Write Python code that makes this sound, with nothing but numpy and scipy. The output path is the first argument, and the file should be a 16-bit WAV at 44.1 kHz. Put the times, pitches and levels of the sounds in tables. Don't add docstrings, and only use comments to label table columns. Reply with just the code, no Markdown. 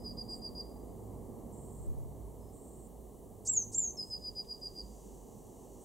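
import sys
import numpy as np
from scipy import signal
from scipy.fft import rfft, irfft
from scipy.io import wavfile

SR = 44100
rng = np.random.default_rng(int(sys.argv[2]) if len(sys.argv) > 2 else 0)


def wav_out(sig):
    wavfile.write(sys.argv[1], SR, np.round(np.clip(np.atleast_2d(sig).T, -1, 1) * 32767).astype(np.int16))


N = 257544


def from_db(db):
    return 10 ** (np.asarray(db) / 20)


def clock():
    return np.arange(N) / SR


def in_time(rows):
    time_s, *columns = np.transpose(rows)
    return [np.interp(clock(), time_s, column) for column in columns]


def at_bins(points, beyond=None):
    hz, value = np.transpose(points)
    log_bins = np.log(np.fft.rfftfreq(N, 1 / SR) + 1e-9)
    return np.interp(log_bins, np.log(hz), value, left=beyond, right=beyond)


def gate(start_s, end_s, edge_s):
    return np.clip(np.minimum(clock() - start_s, end_s - clock()) / edge_s + .5, 0, 1)


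def bump(at_s, width_s):
    return np.exp(-((clock() - at_s) / width_s) ** 2)


def drift(rate_hz):
    slow = irfft(rfft(rng.standard_normal(N)) / (1 + (np.fft.rfftfreq(N, 1 / SR) / rate_hz) ** 4), N)
    return slow / slow.std()


def stereo_noise(spectrum, alike, pan_db=0, lead_rad=0):
    mid, side = rfft(rng.standard_normal((2, N))) * from_db(at_bins(spectrum, -np.inf))
    sides = np.array([[1], [-1]])
    placing = from_db(sides * pan_db / 2) * np.exp(.5j * sides * lead_rad)
    pair = irfft((np.sqrt(1 + alike) * mid + sides * np.sqrt(1 - alike) * side) * placing, N)
    return pair / pair.mean(axis=0).std()


def syrinx(hz, rms, overtone_db, waver=0.0026):
    phase = 2 * np.pi * np.cumsum(hz * (1 + waver * drift(332))) / SR
    return np.sqrt(2) * rms * (np.sin(phase) + from_db(overtone_db) * np.sin(2 * phase))


def flick(remaining_s, flick_s=.008):
    return np.exp(-np.maximum(remaining_s, 0) / flick_s)


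def trill(slide_s=0.016, sag_hz_per_s=480, flick_hz=443, edge_s=0.0047):
    # (start [s], length [s], middle pitch [Hz], opening slide [Hz], level [dB], flutter depth [ratio])
    notes = [(-0.045, 0.11, 4940, 5, -66, 0.5), (0.036, .085, 4860, 180, -42, 0.7),
             (0.167, 0.071, 4850, 70, -42, 0.35), (0.28, 0.082, 4842, 20, -40, 0.34),
             (0.415, 0.083, 4814, 43, -41.5, 0.44), (0.546, 0.087, 4850, 10, -41, 0.2),
             (3.968, 0.075, 5042, 350, -36.5, 0.19), (4.098, 0.079, 5000, 150, -37, 0.12),
             (4.218, 0.093, 4930, 30, -41.5, 0.1), (4.349, 0.078, 4910, 68, -40.5, 0.83),
             (4.482, 0.077, 4855, 53, -42, 0.56), (4.611, 0.084, 4845, 69, -40.5, 0.75),
             (4.749, 0.08, 4810, 73, -43, 1.23)]
    crest_share, swell_db, close_db = 0.57, 17.5, 28.5
    hz = np.full(N, float(notes[0][2]))
    gain, depth = np.zeros((2, N))
    for start_s, length_s, middle_hz, slide_hz, level_db, flutter in notes:
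        on = (clock() >= start_s) & (clock() <= start_s + length_s)
        age_s = clock()[on] - start_s
        progress = age_s / length_s
        hz[on] = middle_hz + slide_hz * np.exp(-(age_s / slide_s) ** 2)
        hz[on] -= sag_hz_per_s * (age_s - length_s / 2) + flick_hz * flick(length_s - age_s)
        shape_db = -swell_db * np.maximum(1 - progress / crest_share, 0) ** 2
        shape_db -= close_db * np.maximum((progress - crest_share) / (1 - crest_share), 0) ** 2.48
        edges = np.minimum(1, np.minimum(age_s, length_s - age_s) / edge_s)
        gain[on] = from_db(level_db + shape_db) * edges
        depth[on] = flutter * progress
    flutter_hz = 90 + 25 * drift(44)
    flutter_phase = 2 * np.pi * np.cumsum(flutter_hz) / SR
    gain *= (1 + depth * np.cos(flutter_phase)) / np.sqrt(1 + depth ** 2 / 2)
    return syrinx(hz + 60 * depth * drift(130), gain, overtone_db=-27.5, waver=0.0035)


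def surroundings(song, scatter_db=-15, scatter_t60_s=0.35, tail_db=-29.5, tail_t60_s=1.8, width=0.085):
    # (delay [s], level [dB])
    echoes = [(.0047, -13), (.0098, -11), (.0172, -12.5), (.0265, -20.5), (.052, -35)]
    t = np.arange(SR) / SR
    response = np.zeros((2, SR))
    for level_db, t60_s in ((scatter_db, scatter_t60_s), (tail_db, tail_t60_s)):
        fade = np.exp(-np.log(1000) * t / t60_s) * (1 - np.exp(-t / 0.027))
        mid, side = rng.standard_normal((2, SR)) * fade / np.linalg.norm(fade)
        response += from_db(level_db) * np.array([mid + width * side, mid - width * side])
    response[:, 0] += 1
    for k, (delay_s, level_db) in enumerate(echoes):
        side_db = (-1) ** k * np.array([1.3, -1.3])
        response[:, int(delay_s * SR)] += from_db(level_db + side_db)
    return signal.fftconvolve(song[None], response, axes=1)[:, :N]


def drone(track, wander_hz, throb_db, trim_db=0):
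    hz, level_db = in_time(track)
    phase = 2 * np.pi * np.cumsum(hz + wander_hz * drift(5.9)) / SR
    lead_rad = 0.36 + 0.34 * drift(13)
    rms = from_db(level_db + trim_db + throb_db * drift(9.7))
    return np.sqrt(2) * rms * np.sin(phase + lead_rad * np.array([[.5], [-.5]]))


def traffic(lead_rad=0.2, surge_db=4, drone_pan_db=-4.0):
    # (time [s], rumble [dB], roar [dB])
    levels = [(0, -49, -52.5), (.7, -52.5, -52.5), (1.35, -51, -52.5), (3.2, -57, -57), (3.7, -54, -57),
              (4.6, -58, -57), (5.35, -55.5, -56), (5.84, -59.5, -56)]
    # (frequency [Hz], density [dB])
    rumble_spectrum = [(20, -13.5), (35, -0.5), (55, 3), (80, -2.5), (140, -1.5), (170, -1.5), (205, 1.5),
                       (240, 0), (310, -6), (420, -38)]
    roar_spectrum = [(220, -7), (310, -5), (380, 1.5), (460, -0.5), (550, -7.5), (700, -8), (900, -12.5),
                     (1100, -17.5), (1290, -29), (1460, -43.5), (1700, -39), (2150, -37.5), (2450, -49)]
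    # (frequency [Hz], left-right coherence [0-1])
    coherence = [(55, .8), (250, .77), (600, .7), (1200, .8)]
    # (frequency [Hz], left minus right [dB])
    balance = [(30, -5), (80, -5.5), (170, -5), (350, -2.5), (700, -0.5), (1400, -0.5)]
    # (time [s], pitch [Hz], level [dB])
    deep = [(0, 56.8, -56), (.95, 58.4, -52), (1.3, 59.5, -55.5), (2.3, 60.15, -49.5), (2.7, 59, -60),
            (2.95, 56.8, -51), (3.25, 57, -63), (4.3, 59, -57.5), (4.55, 57, -65), (4.65, 51.04, -54),
            (5.0, 50.6, -50), (5.35, 50.8, -63), (5.84, 52.2, -59.5)]
    low = [(0, 107, -55), (.65, 104, -69), (1.0, 103.1, -49.5), (1.4, 103, -55), (2.45, 102, -53.5),
           (2.85, 102, -72), (3.65, 104.2, -51.5), (4.0, 104.1, -69), (5.2, 105, -65), (5.43, 111, -67),
           (5.7, 112, -68)]
    middle = [(1.1, 141.3, -71), (2.0, 140, -55.5), (2.4, 140, -68), (2.75, 137, -62), (3.1, 135, -85)]
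    high = [(0, 236, -54.5), (.45, 235, -57), (.8, 234, -73.5), (1.5, 234, -56.5), (1.9, 234, -86)]
    rumble_db, roar_db = in_time(levels)
    roar_db += surge_db * bump(at_s=3.95, width_s=0.021)
    placing = at_bins(coherence), at_bins(balance), lead_rad
    rumble = from_db(rumble_db) * stereo_noise(rumble_spectrum, *placing)
    roar = from_db(roar_db) * stereo_noise(roar_spectrum, *placing)
    engines = drone(deep, wander_hz=2.17, throb_db=2.5, trim_db=-2)
    engines += drone(low, wander_hz=1.2, throb_db=0.86, trim_db=-2.5)
    engines += sum(drone(track, wander_hz=1.55, throb_db=0.8) for track in (middle, high))
    return rumble + roar + engines * from_db([[drone_pan_db / 2], [-drone_pan_db / 2]])


def microphone_hiss(level_db=-68.5):
    # (frequency [Hz], density [dB])
    spectrum = [(1600, -8.5), (2000, -14.5), (2450, -16), (2950, -7), (3500, -11), (4400, -8),
                (5050, -12.5), (5900, -4), (7900, 2.5), (9500, 0.5), (15800, 0)]
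    coherence = at_bins([(2000, 0.95), (6000, 1.0), (9000, 0.76), (14000, 0.14)])
    return from_db(level_db) * stereo_noise(spectrum, coherence)


def lens_motor():
    # (start [s], end [s], level [dB])
    runs = [(0.292, 0.398, -65), (1.522, 1.869, -64.5), (2.526, 2.878, -65.5), (4.020, 4.142, -66.5),
            (5.808, 5.902, -64.5)]
    # (frequency [Hz], density [dB])
    spectrum = [(6500, -29), (7150, -5.5), (7500, -1), (7850, -3), (8200, 2), (8400, -6), (8620, 4),
                (8950, -21)]
    gain = sum(from_db(db) * gate(start_s, end_s, edge_s=.006) for start_s, end_s, db in runs)
    return gain * stereo_noise(spectrum, alike=0.97, pan_db=-1.1)


def breeze():
    # (time [s], level [dB])
    gusts = [(0, -64), (1.7, -65), (1.92, -37), (2.15, -54), (2.45, -71), (4.1, -63), (5.0, -74)]
    level_db, = in_time(gusts)
    eddies = stereo_noise([(7, -13), (18, -3), (38, -3.0), (90, -27), (200, -34)], alike=0.87)[0]
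    return from_db(level_db) * eddies * np.array([[1], [-1]])


def far_bird():
    # (time [s], pitch [Hz], level [dB])
    call = [(2.402, 5170, -86), (2.425, 5100, -84), (2.490, 5210, -80), (2.506, 5200, -83)]
    hz, level_db = in_time(call)
    gain = from_db(level_db) * gate(call[0][0], call[-1][0], edge_s=0.0048)
    return syrinx(hz, gain, overtone_db=-52, waver=.012)


def rasps(chirps_per_s=310, swell_db=17):
    # (start [s], end [s], final level [dB])
    bursts = [(3.449, 3.475, -37), (3.715, 3.74, -42)]
    # (pitch [Hz], gain [dB])
    chirp = [(3600, -28), (5500, -8.5), (6900, -2.5), (8400, 0.5), (9800, -20), (12500, -28)]
    chirp_hz, chirp_db = np.transpose(chirp)
    voice = np.zeros(N)
    for start_s, end_s, level_db in bursts:
        remaining = np.clip((end_s - clock()) / (end_s - start_s), 0, 1)
        swell = from_db(level_db - swell_db * remaining ** 2) * gate(start_s, end_s, edge_s=0.0024)
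        cycles = (clock() - end_s) * chirps_per_s / 2 + 0.078 * drift(150)
        for rise in (cycles % 1, (cycles + .5) % 1):
            hz = chirp_hz[0] + (chirp_hz[-1] - chirp_hz[0]) * rise
            gain = swell * from_db(np.interp(hz, chirp_hz, chirp_db))
            voice += syrinx(hz, gain, overtone_db=-45, waver=0.023)
    return voice


def whistles(leap_from_hz=3860, leap_s=.0052, sink_s=.098, flick_hz=250):
    # (start [s], length [s], top pitch [Hz], sinks toward [Hz], level [dB], dip [s], accent [s])
    notes = [(3.471, .157, 7714, 6200, -30, 3.527, 3.577), (3.739, .169, 7540, 6330, -32.5, 3.771, 3.786)]
    attack_s, hold_s, fade_db_per_s = .015, 0.047, 62
    dip_db, accent_db, stress_s, flutter_db = 12, 5.5, 0.0078, 2.5
    voice = np.zeros(N)
    for start_s, length_s, top_hz, low_hz, level_db, dip_at_s, accent_at_s in notes:
        age_s = np.clip(clock() - start_s, 0, length_s)
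        hz = low_hz + (top_hz - low_hz) * np.exp(-(age_s / sink_s) ** 2.6)
        hz -= (top_hz - leap_from_hz) * np.exp(-age_s / leap_s)
        hz -= flick_hz * flick(length_s - age_s)
        shape_db = accent_db * bump(accent_at_s, stress_s) - dip_db * bump(dip_at_s, stress_s)
        shape_db += flutter_db * drift(90)
        shape_db -= fade_db_per_s * np.maximum(age_s - hold_s, 0)
        edges = np.minimum(age_s / attack_s, 1) * gate(start_s, start_s + length_s, edge_s=0.008)
        voice += syrinx(hz, from_db(level_db + shape_db) * edges, overtone_db=-45)
    return voice


def rustle():
    # (time [s], level [dB])
    levels = [(0, -97), (1, -95), (3.3, -99), (4.1, -76.5), (4.8, -69.5), (5.05, -65.5), (5.25, -70),
              (5.84, -68.5)]
    # (frequency [Hz], density [dB])
    spectrum = [(2400, -28), (2900, -13), (3600, -20), (4600, -16), (5100, -19.5), (5800, -4.5),
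                (7200, -2.5), (8500, -5.5), (10500, -19)]
    level_db, = in_time(levels)
    return from_db(level_db) * stereo_noise(spectrum, alike=1.0)


def tick(at_s=4.4455, level_db=-66, decay_s=0.0085):
    fade = (clock() >= at_s) * np.exp(-np.abs(clock() - at_s) / decay_s)
    noise = stereo_noise([(1700, -12), (2600, -2), (4200, 0), (9000, -11)], alike=1.0)
    return from_db(level_db) * fade * noise


def scene(whistle_db=-1.0, trill_db=-0.67, bird_pan_db=-.6):
    song = from_db(whistle_db) * (whistles() + rasps()) + from_db(trill_db) * trill() + far_bird()
    birds = surroundings(song) * from_db([[bird_pan_db / 2], [-bird_pan_db / 2]])
    return birds + tick() + traffic() + breeze() + rustle() + microphone_hiss() + lens_motor()


def record(dry):
    cutoff_hz = 15750
    return signal.sosfilt(signal.ellip(12, .1, 80, cutoff_hz, fs=SR, output="sos"), dry)


dry = scene()
out = record(dry)
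wav_out(out)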